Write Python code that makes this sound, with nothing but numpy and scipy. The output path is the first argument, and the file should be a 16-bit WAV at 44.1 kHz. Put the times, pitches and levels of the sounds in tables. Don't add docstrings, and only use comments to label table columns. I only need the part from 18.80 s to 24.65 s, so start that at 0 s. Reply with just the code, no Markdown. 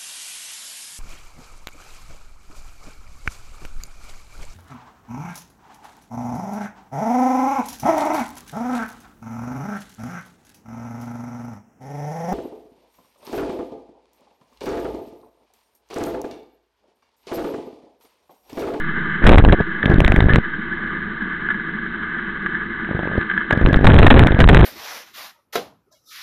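import sys
import numpy as np
from scipy import signal
from scipy.io import wavfile
from scipy.ndimage import uniform_filter1d

SR = 44100
rng = np.random.default_rng(int(sys.argv[2]) if len(sys.argv) > 2 else 0)


def dump(signal):
    limited = np.clip(np.atleast_2d(signal).T, -1, 1)
    pcm = np.round(limited * 32767).astype(np.int16)
    wavfile.write(sys.argv[1], SR, pcm)


def to_linear_factor(level_db):
    exponent = np.asarray(level_db, float) / 20
    return 10 ** exponent


N = 257984

# centre [Hz], width [Hz], level [dB].
HOUSING_MODES = [(945, 220, -17), (1206, 106, -5.5), (1528, 160, -1), (1707.4, 101.4, 3), (2019, 149, -7),
                 (2265, 69, -24), (2634, 14, -18.5), (3060, 230, -21.5), (3473, 610, -36)]
# start [s], length [s], turbulence at the start [dB], at the end [dB],
# eddy pressure [1 = full scale].
GUST_ROWS = [(.0, .3, -45, -45, 0.012), (0.444, 0.16, -8, -5.5, 3), (0.626, 0.12, -33, -9.5, 1.4),
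             (.808, 0.011, -27.5, -28.5, 0.8), (1.039, 0.56, -27.5, -32, .92),
             (4.091, .276, -46.5, -49, 0.25), (4.38, 0.0091, -26, -30, 1.3), (4.728, 0.01, -26, -22, 0.98),
             (4.751, .065, -45.5, -28, 0.43), (4.828, .21, -25.5, -27.5, 0.73),
             (5.051, .39, -8, -10.5, 2.9), (5.446, 0.14, -25.5, -32.5, 0.82), (5.59, .26, -10.5, -13, 2.4)]
GUST_ATTACK_S = 0.037


def noise():
    return rng.standard_normal(N)


def band(x, hz, width_hz):
    return signal.lfilter(*signal.iirpeak(hz, hz / width_hz, fs=SR), x)


def ring(x, modes):
    y = 0
    for k, (hz, width_hz, db) in enumerate(modes):
        wide = 1.44 * width_hz
        y = y + (-1) ** k * to_linear_factor(db) * band(band(x, hz, wide), hz, wide)
    return y / np.std(y)


def walk(rate_hz):
    hold = int(SR / rate_hz)
    steps = np.repeat(rng.standard_normal(N // hold + 1), hold)
    y = uniform_filter1d(uniform_filter1d(steps, hold), hold)[:N]
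    return y / np.std(y)


def engine():
    # centre [Hz], width [Hz], level [dB].
    frame_modes = [(29.2, 19, -5), (83, 4.3, -2.5), (178.7, 58.7, -1.5), (211.5, 53.6, 2),
                   (332.6, 36, -1.5), (417.3, 51, -12.5)]
    # time [s], load [0-1].
    load_points = [
        (0, 1),
        (.45, 1),
        (.9, 0.4),
        (2.4, .05),
        (4.1, 0),
        (4.5, 0.4),
        (4.9, 0),
        (5.85, 0.8),
    ]
    firing_hz, jitter = 22.82, 0.064
    firings = np.cumsum(firing_hz * (1 + jitter * walk(5.945))) / SR
    throb_db = 1.3 * np.cos(2 * np.pi * firings) + 0.91 * np.cos(np.pi * firings)
    rush = ring(to_linear_factor(throb_db + 1.33 * walk(40)) * noise(), HOUSING_MODES)
    drone = ring(to_linear_factor(throb_db + 0.66 * walk(16)) * noise(), frame_modes)
    hum = ring(to_linear_factor(2.3 * throb_db) * noise(), [(156.5, 7.1, 0)])
    street = to_linear_factor(-13.5) * band(noise(), 700, 4400) + to_linear_factor(-19.0) * noise()

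    seconds, loads = np.array(load_points).T
    load = np.interp(np.arange(N) / SR, seconds, loads)
    rush_db = -27.5 + 2 * load
    hum_db = -21 + 13 * load
    return to_linear_factor(rush_db) * (rush + street + to_linear_factor(-4.5) * drone + to_linear_factor(hum_db) * hum)


def wind_db():
    calm_db, release_s = -53, 0.0073
    t = np.arange(N) / SR
    levels = []
    for start, span, db0, db1, _ in GUST_ROWS:
        corners = [start - GUST_ATTACK_S, start, start + span, start + span + release_s]
        levels.append(np.interp(t, corners, [calm_db, db0, db1, calm_db]))
    return np.max(levels, axis=0)


def gusts():
    wind = wind_db()
    low = ring(noise(), [(32.4, 40.3, -0.5), (78, 84.6, -0.5)])
    howl = ring(noise(), [(980, 200, -8), (1530, 650, -6.0), (1700, 310, 2.5)])
    howl_db = np.minimum(wind - 14.5 + 11.0 * walk(70), -18)
    swirl_db = -3 + 6.5 * np.minimum(walk(45), 1.2)
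    low = low + to_linear_factor(swirl_db) * ring(noise(), [(212, 186, 2.5), (478, 343, -7.5)])
    crests = low * (0.16 + 0.44 * np.abs(low))
    return to_linear_factor(wind + 1.5) * crests + to_linear_factor(howl_db) * howl


def whistles():
    # start [s], peak [dB], pitch [Hz], length [ms].
    whistle_rows = [(0.427, -18.5, 1770, 5.8), (1.0286, -10.5, 1731, 7.4), (1.166, -23.5, 1666, 5.6),
                    (1.268, -34, 1700, 7), (1.346, -23, 1535, 2), (1.4905, -20.5, 1700, 3),
                    (1.494, -10, 1704, 10.5), (1.504, -15.5, 1794, 27), (2.6876, -16, 1510, 8.7),
                    (2.6997, -23.5, 1576, 7.5), (2.703, -14.5, 1724, 18), (3.6616, -15.5, 1670, 12),
                    (3.7466, -20, 1743, 33), (4.0469, -18.5, 1637, 7.5), (4.3298, -19, 1585, 13),
                    (4.4137, -12.5, 1630, 1.7), (4.429, -17, 1553, 5.1), (4.499, -16.5, 1650, 6.5),
                    (4.514, -15.5, 1660, 8), (4.5373, -19.5, 1680, 6.3), (4.5658, -19.5, 1670, 10),
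                    (4.577, -13.5, 1700, 8.1), (4.708, -6.5, 1699, 10), (4.7245, -10.5, 1686, 9.9),
                    (4.8942, -21, 1670, 14)]
    out, t = np.zeros(N), np.arange(N) / SR
    air = ring(noise(), HOUSING_MODES)
    for start, db, hz, ms in whistle_rows:
        i = slice(int(start * SR), int((start + .12) * SR))
        age = (t[i] - start) / (ms / 1000)
        swell = np.tanh(40.0 * age) * np.exp(-age ** 2)
        out[i] += to_linear_factor(db) * swell * (np.sin(2 * np.pi * hz * t[i]) + .5 * air[i])
    return out


def eddies():
    # centre [s], length [ms].
    pull_rows = [(.449, 7), (.468, 6.8), (.482, 6.2), (.526, 12), (.541, 7.1), (.563, 10), (.633, 14.8),
                 (.673, 11), (.705, 7.7), (1.19, 9), (1.303, 5.8), (1.384, 8.1), (1.463, 6.1), (1.539, 5.1),
                 (4.847, 10), (4.964, 8.1), (5.049, 9), (5.061, 9.8), (5.083, 7.7), (5.177, 8), (5.213, 11),
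                 (5.254, 7), (5.296, 9.8), (5.337, 10.7), (5.351, 6.4), (5.392, 6.5), (5.631, 6.5),
                 (5.67, 12.9), (5.712, 6.8), (5.753, 6.4)]
    # centre [s], pressure [1 = full scale], length [ms].
    push_rows = [(.459, 1, 8), (.506, 2.5, 9), (.55, 1.6, 11), (.645, 2.5, 9.1), (.686, 1.1, 15),
                 (.736, 2.5, 4), (1.204, 1.2, 4.3), (1.319, 1, 6.8), (1.446, 1.2, 4.5), (4.822, 1, 3.8),
                 (4.863, 1.1, 10), (5.203, 2.5, 6.6), (5.36, 2.5, 10.3), (5.383, 1.3, 10.1),
                 (5.403, 1.5, 8), (5.444, 2.5, 5.3), (5.517, 1.2, 6), (5.6, 1.6, 7.4), (5.657, 1.4, 9),
                 (5.684, 1, 11), (5.722, 1, 12.6), (5.782, 2.5, 5.8), (5.819, 1.8, 8), (5.839, 2.5, 5.4)]
    shed_hz, jitter_s, spread = 49.3, .0015, .28
    gust_table = np.array(GUST_ROWS)
    starts, sizes = gust_table[:, 0] - GUST_ATTACK_S, gust_table[:, 4]
    held = []
    for centre, ms in pull_rows:
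        size = max(sizes[np.searchsorted(starts, centre) - 1], 1.2)
        held.append((centre, -size, ms))
    held = np.array(held + list(push_rows))

    shed = []
    for start, span, _, _, size in GUST_ROWS:
        for k, (late, pull, push, lag, long) in enumerate(rng.standard_normal((30, 5))):
            s = start + k / shed_hz + late * jitter_s * (k > 0)
            beat = size * (1 if k % 2 else .5)
            suction = (s, -beat * np.exp(spread * pull))
            answer = (s + .0034 * np.exp(.5 * lag), .75 * beat * np.exp(spread * push))
            rebound = (s + .0095 * np.exp(.25 * push), -.7 * size * (size > 1.5))
            for at, pressure in (suction, answer, rebound):
                pressure = np.clip(pressure, -4.2, 4.2)
                ms = (0.61 + 1.9 * min(abs(pressure), 1.5)) * np.exp(.25 * long)
                is_free = np.all(np.abs(held[:, 0] - at) * 2000 > held[:, 2] + ms / 2)
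                if pressure and at < start + span and is_free:
                    shed.append((at, pressure, ms))
    return held, np.array(shed)


def slams(rows):
    out = np.zeros(N)
    offset = np.arange(-1000, 1000)
    ms_off = offset / SR * 1000
    uneven = np.exp(.65 * rng.standard_normal((400, 3)))
    for (s, size, ms), (rise, fall, depth) in zip(rows, uneven):
        if abs(size) < 1:
            shape = 1.3 * np.exp(-np.abs(ms_off / (.45 * ms)) ** 1.5)
        else:
            soft_ms = .22 * min(ms, 6) / size ** 2
            onset = np.tanh((ms_off + ms / 2) / (soft_ms * rise))
            release = np.tanh((ms_off - ms / 2) / (soft_ms * fall))
            reach = .46 if size > 0 else .85
            shape = (onset - release) / 2 * reach * np.clip(depth ** .4, .75, 1.5)
        i = int(s * SR) + offset
        inside = (i >= 0) & (i < N)
        out[i[inside]] += size * shape[inside]
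    return out


def chatter(rows):
    out, t = np.zeros(N), np.arange(N) / SR
    flap = ring(noise(), [(585, 510, -1.5), (1030, 260, -9.5)])
    spit = ring(noise(), [(1700, 720, 3.0), (3493, 610, -11)])
    for s, db, ms in rows:
        i = slice(int(s * SR), int((s + .03) * SR))
        over_db = max(0, db + 18.0)
        fade = np.exp(-((t[i] - s) / (ms / 1000)) ** 2)
        swing = fade * (spit[i] + min(over_db / 5, 1) * flap[i])
        even_out = np.sqrt(np.sum(fade ** 2) / np.sum(swing ** 2))
        out[i] += to_linear_factor(db + 0.5 + 0.85 * over_db) * swing * even_out
    return out


def scene():
    # start [s], peak [dB], length [ms].
    chatter_rows = [(.4653, -4, 6.5), (.4927, -3.5, 2.8), (5.4708, -7.5, 1.2), (.5826, -6.5, 3),
                    (.6493, -9, 1.54), (4.8622, -11, 2.8), (.7243, -9.5, 3.4), (1.057, -15, 2.9),
                    (1.2044, -8.5, 1.4), (1.2477, -5, 0.63), (1.279, -11, 1.6), (1.3204, -8, 1.4),
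                    (1.362, -11.5, 1.4), (1.405, -14, 2.9), (1.5358, -12.5, 2.7), (1.5587, 4, 0.89),
                    (4.7091, -12, 1.66), (5.5201, -13.5, 1.9), (4.9431, -10, 1), (5.0698, 4, 1.2),
                    (5.1889, -8, 2.5), (5.2299, -1.5, 1.8), (5.2664, -2, 3.8), (5.3035, -7.5, 10),
                    (5.3933, 3.5, 1), (5.6031, -6, 2.6), (5.6418, -8.5, 1.1), (5.689, -9.5, 8.6),
                    (5.7465, -6, 2.6), (5.7697, -7.5, 4)]
    steady = engine() + gusts() + whistles()
    held, shed = eddies()
    tears = [(s + ms / 2000, -22.5 + 20 * np.log10(-p), 1.8) for s, p, ms in shed if p < 0]
    slammed = slams(np.vstack([held, shed]))
    return (steady + slammed + chatter(list(chatter_rows) + tears))[None]


def low_pass(x):
    return signal.sosfilt(signal.butter(12, 16500, fs=SR, output="sos"), x)


def record(dry):
    bent = dry - 0.29 * dry ** 2 * (np.abs(dry) < 1)
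    railed = np.clip(bent, -.775, .41)
    railed = railed + to_linear_factor(-54) * noise()
    creep = 0
    for tau_s, share, start in [(.07, 0.31, -0.14), (.45, 0.23, -0.25)]:
        stay = np.exp(-1 / (tau_s * SR))
        creep = creep + share * signal.lfilter([1 - stay], [1, -stay], railed, zi=[[start]])[0]
    taps = signal.firwin(numtaps=141, cutoff=4200, window=("kaiser", 4.5), fs=SR)
    narrow = signal.filtfilt(taps, 1, railed - creep + .004, padlen=999)
    finished = np.clip(narrow, -.707, .707)
    return low_pass(finished)


dry = scene()
out = record(dry)
dump(out)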